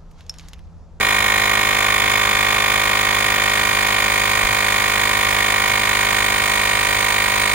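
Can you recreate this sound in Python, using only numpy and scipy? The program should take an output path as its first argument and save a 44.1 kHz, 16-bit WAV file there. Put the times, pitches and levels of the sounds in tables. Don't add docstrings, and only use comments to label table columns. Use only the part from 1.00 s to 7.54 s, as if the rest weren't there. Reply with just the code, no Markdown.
import sys
import numpy as np
from scipy import signal
from scipy.fft import rfft, irfft, next_fast_len
from scipy.io import wavfile
from scipy.ndimage import uniform_filter1d

SR = 44100
rng = np.random.default_rng(int(sys.argv[2]) if len(sys.argv) > 2 else 0)


def undo_db(level):
    steps = np.asarray(level, float) / 20
    return 10 ** steps


def put_to_file(sound):
    columns = np.atleast_2d(sound).T
    safe = np.clip(columns, -1, 1)
    whole_steps = np.round(safe * 32767)
    wavfile.write(sys.argv[1], SR, whole_steps.astype(np.int16))


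N = 288404

# (time [s], crank speed [turns/s])
CRANK_SPEED = [(0, 51.465), (.69, 51.493), (1.02, 51.455), (1.61, 51.491), (2.85, 51.364), (3.05, 51.389),
               (3.88, 51.365), (4.11, 51.31), (4.77, 51.244), (4.97, 51.297), (5.59, 51.182),
               (5.79, 51.072), (6.34, 51.138), (6.54, 51.207)]
# (crank angle [turns], thud, low, middle and high housing modes [dB each])
KNOCKS = [(0.0497, 11, -12, 1, -25), (0.1225, -39, -8.5, -5.5, -46), (0.2749, 11.5, -45, -32, -14.5),
          (0.3506, -45, -10.5, 22.5, -4.5), (0.4293, 6, -16, -44, -2.5), (0.4854, 13.5, -14.5, 18.5, -7),
          (0.5953, -45, -2, -9.5, 1), (0.631, 11.5, 1.05, -18, 0.4), (0.6938, 7, -2, 3.5, 0.5),
          (.779, 13, -10, 9, -2.5), (0.846, 16, -2, -36, -8.5), (0.9284, 5, -47, -42, -29)]
GROUP_EDGES_HZ = [650, 1470, 2550]
# (pitch [Hz], time to fall 60 dB [s], left [dB], right [dB], right delay [ms])
HOUSING_MODES = [(102.4, 0.022, -40.5, -42.5, -0.13), (226, 0.032, -47.5, -49, 0.075),
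                 (427.2, 0.055, -47, -42, -0.039), (537, 0.0035, -30, -31.5, -0.14),
                 (792.2, 0.011, -23.5, -21, -0.18), (973, 0.096, -44, -38, -0.55),
                 (1141, 0.014, -23, -17.5, -0.15), (1437, 0.0097, -32, -31, -0.16),
                 (1472.2, 0.0052, -44, -37, -0.081), (1857.6, 0.024, -43.5, -41, -0.086),
                 (2172.3, 0.024, -42.5, -37.5, -0.026), (2397, 0.018, -40, -39.5, -0.05),
                 (2622, 0.026, -35.5, -29.5, -0.48), (2996, 0.0028, -17, -27.5, -0.027),
                 (3483, 0.01, -19, -26, -0.082), (3928, 0.031, -28.5, -35.5, -0.064),
                 (4350, 0.0062, -29, -31.5, -0.157), (5060, 0.016, -39, -39, 0.196)]
WOBBLE_DB = [.4, 3.2, 1.5, 1.4]
# (multiple of crank speed, level [dB], crank angle [turns])
PISTON_ROCKING = [
    (1, -39, 0.54),
    (2, -36, 0.013),
]
# (crank angle [turns], gear case, cover, valve plate and reed [dB each])
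SHOVES = [
    (.01, 1, 2, -6, -4),
    (.38, 1, 8, 7, 0),
    (.45, 3, 4, 10, 3),
    (.55, 6, 4, 2, 4),
    (.64, 5, 5, 7, 5),
    (.71, 2, 2, -2, 8),
    (.87, 5, 8, -4, -1),
]
# (low [Hz], high [Hz])
PART_EDGES_HZ = [(3000, 7700), (7700, 10300), (10300, 12500), (12500, 17000)]
# (frequency [Hz], level [dB])
RATTLE_SPECTRUM = [(5000, -11.5), (5700, -17), (6800, -5), (7400, -11), (7700, -20), (8600, -10),
                   (9250, -18), (9650, -14.5), (10700, -23), (11200, -12), (12000, -24), (14200, -18.5),
                   (15400, -7.5), (16200, -14)]
# (frequency [Hz], level [dB])
WHIR_SPECTRUM = [(30, -24), (60, -5), (150, -10), (380, -17), (780, -6), (1080, 1), (1300, -6), (1950, 2.5),
                 (2500, -5), (2900, -11), (3350, -9.5), (3700, -17), (4200, -11), (5600, -16)]
# (frequency [Hz], likeness [0-1])
PORT_LIKENESS = [(30, 0.9), (300, 0.69), (1000, 0.4), (2200, 0.52), (3500, 0.18), (6000, 0.48),
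                 (10000, 0.29), (15000, 0.18)]
# (frequency [Hz], left minus right [dB])
PORT_BALANCE = [(700, 0), (1450, -6), (2000, -2), (2900, 4), (3700, 8), (4800, 1), (6600, -18), (7700, -7),
                (8600, -11), (10700, -3), (11200, -8), (12200, 1), (13000, -6), (14200, -27)]
# (time [s], height [0-1], turn toward the wheel [-1 to 1])
HAND = [
    (0, 0, -0.43),
    (.55, 0.24, -.8),
    (.9, 0.27, 0.93),
    (1.6, 0.3, .9),
    (2.3, 0.44, 0.58),
    (3, 0.62, 0.4),
    (4.4, 0.6, -0.068),
    (5.6, 0.98, -0.81),
    (6.54, 0.97, -0.73),
]
# [left dB, right dB]
LIFT_RATTLE_DB = [-2.5, 1]
# [left dB, right dB]
LIFT_ECHO_DB = [-1, 11.5]
# (low [Hz], high [Hz], full turn [dB], full lift [dB])
REFLECTED = [(980, 1010, -0.9, 1.5), (1080, 1180, 1, -1.5), (2550, 2800, .1, 4.5), (3360, 3600, 1.5, -1.5),
             (3720, 4200, -2, -0.5), (4380, 4700, 3.5, 12)]
# (frequency [Hz], level [dB])
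HUM = [(38, -46), (75, -59), (125, -54), (178, -61)]
# (time [s], level [dB], pitch [Hz], time to fall 60 dB [s])
BUMPS = [
    (3.428, -21, 36, .065),
    (3.405, -36, 110, .1),
    (3.487, -32, 115, .1),
    (3.552, -35, 125, .09),
]

GEAR_RATIO = 60 / 11
LIFT_HOUSING_DB = -0.96


def crank():
    speed = np.interp(np.arange(N) / SR, *np.transpose(CRANK_SPEED))
    start_turns = 0.0037
    return start_turns + np.cumsum(speed) / SR


def housing(angle):
    table = np.array(KNOCKS)
    turn = np.arange(int(angle[-1]) + 1)[:, None]
    shape = (len(turn), len(table))
    late = 0.0004 * wander(3, (len(turn), 1))
    late = late + 0.0002 * wander(1, shape) + 0.0003 * wander(60, shape)
    place = turn + table[:, 0]
    wobble = np.cos(2 * np.pi * (GEAR_RATIO * place + 0.2))
    at = np.interp(place + late + 0.00012 * wobble, angle, np.arange(N), -1, -1)

    out = np.zeros((2, N))
    for hz, t60, left_db, right_db, delay_ms in HOUSING_MODES:
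        group = np.searchsorted(GROUP_EDGES_HZ, hz)
        loose = min(hz / 1500, 1)
        vary_db = loose * (0.7 * wander(1, shape) + 0.6 * wander(40, shape))
        vary_db = vary_db + WOBBLE_DB[group] * min(0.01 / t60, 1) * wobble
        force = -undo_db(table[:, 1 + group] + vary_db)
        out[0] += undo_db(left_db) * ring(at, force, hz, t60)
        out[1] += undo_db(right_db) * ring(at + delay_ms * SR / 1000, force, hz, t60)
    low_cut = signal.butter(3, 75, "highpass", fs=SR, output="sos")
    out = signal.sosfiltfilt(low_cut, out)

    lift_pan_db = 0.2
    lift_db = LIFT_HOUSING_DB + np.array([0.5, -0.5]) * lift_pan_db
    return (out + rocking(angle)) * undo_db(np.outer(lift_db, hand(column=1)))


def rocking(angle):
    out = np.zeros(N)
    for multiple, db, turns in PISTON_ROCKING:
        out += undo_db(db) * np.sqrt(2) * np.cos(2 * np.pi * multiple * (angle - turns))
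    return out


def ring(at, force, hz, t60):
    fall = np.log(1000) / t60
    pole = np.exp((2j * np.pi * hz - fall) / SR)
    inside = (at >= 0) & (at < N - 1)
    whole = np.ceil(at[inside]).astype(int)
    train = np.zeros(N, complex)
    np.add.at(train, whole, force[inside] * pole ** (whole - at[inside]))
    ringing = signal.lfilter([0, pole], [1, -2 * pole, pole ** 2], train).imag
    return ringing * fall * np.e / SR


def rattle(angle):
    teeth = rng.standard_normal((2, 860))[:, (angle % 1 * 860).astype(int)]
    stroke_db = np.interp(angle, np.arange(0, 340, 0.25), 1.05 * wander(1, 1360))
    wobble_db = 0.66 * np.cos(2 * np.pi * GEAR_RATIO * angle)
    grit = undo_db(1.2 * wander(24, N) + stroke_db + wobble_db)
    loose = rng.standard_normal((2, N))
    noise = np.zeros((2, N))
    cycle = np.arange(1001) / 1000
    bite = 0.2
    for column, edges_hz in enumerate(PART_EDGES_HZ, start=1):
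        load = np.interp(angle % 1, cycle, undo_db(load_db(cycle, column)))
        part = (0.5 * teeth * load ** bite + 0.71 * loose) * load * grit
        noise += signal.sosfiltfilt(bandpass(edges_hz), part)
    sound = coloured(noise, [(4200, -56)] + RATTLE_SPECTRUM, -7.5)

    echo = signal.sosfilt(bandpass([8100, 9200]), sound)
    lift = hand(column=1)
    echo_change = undo_db(np.outer(LIFT_ECHO_DB, lift)) - 1
    return sound * undo_db(np.outer(LIFT_RATTLE_DB, lift)) + echo * echo_change


def load_db(angle, column=1):
    slack_db, take_up_turns, ease_off_turns = -7, 0.03, 0.06
    power = undo_db(2 * slack_db)
    for shove in SHOVES:
        since = (angle - shove[0]) % 1
        rise = (1 - np.exp(-since / take_up_turns)) ** 2
        power = power + undo_db(2 * shove[column]) * rise * np.exp(-since / ease_off_turns)
    return 10 * np.log10(power)


def whir(angle):
    noise = rng.standard_normal((2, N)) * undo_db(0.39 * load_db(angle))
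    sound = coloured(noise, WHIR_SPECTRUM + [(6500, -30)], -11.5)
    return sound * undo_db(LIFT_HOUSING_DB * hand(column=1))


def coloured(noise, table, level_db):
    size = next_fast_len(N)
    hz = np.fft.rfftfreq(size, 1 / SR)
    a, b = rfft(noise, size)
    same = np.clip(read(PORT_LIKENESS, hz), 0, 1)
    shifted = a * np.exp(2j * np.pi * hz * 0.00009)
    right = same * shifted + np.sqrt(1 - same ** 2) * b
    left = a * undo_db(read(PORT_BALANCE, hz))
    return irfft(np.array([left, right]) * undo_db(read(table, hz) + level_db), size)[:, :N]


def read(points, hz, column=1):
    table = np.transpose(points)
    return np.interp(np.log(hz + 1), np.log(table[0] + 1), table[column])


def wander(count, shape):
    return uniform_filter1d(rng.standard_normal(shape), count, 0) * np.sqrt(count)


def bandpass(edges_hz):
    return signal.butter(2, edges_hz, "bandpass", fs=SR, output="sos")


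def hand(column):
    table = np.transpose(HAND)
    curve = np.interp(np.arange(N) / SR, table[0], table[column])
    return curve - curve.mean()


def turned(x):
    out, lift, turn = x.copy(), hand(column=1), hand(column=2)
    for low_hz, high_hz, turn_db, lift_db in REFLECTED:
        band = signal.sosfiltfilt(bandpass([low_hz, high_hz]), x)
        out += band * (undo_db(turn_db * turn + lift_db * lift) - 1)
    return out


def yard():
    t = np.arange(N) / SR
    out = np.zeros(N)
    for hz, db in HUM:
        drift = 0.0045 * np.cumsum(wander(400, N)) / 20
        out += undo_db(db) * np.sqrt(2) * np.sin(2 * np.pi * hz * t + drift)
    for time, db, hz, t60 in BUMPS:
        out += ring(np.array([time * SR]), -undo_db(np.array([db])), hz, t60)
    return out


def scene():
    angle = crank()
    return turned(housing(angle) + whir(angle)) + rattle(angle) + yard()


def roll_off(x):
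    return signal.sosfilt(signal.butter(12, 17160, fs=SR, output="sos"), x)


def record(dry):
    cut = signal.sosfilt(signal.butter(2, 22, "highpass", fs=SR, output="sos"), dry)
    edge = signal.firwin(1601, 15830, window=("kaiser", 10), fs=SR)
    mix = signal.oaconvolve(cut, edge[None], "same")
    return roll_off(mix)


dry = scene()
out = record(dry)
put_to_file(out)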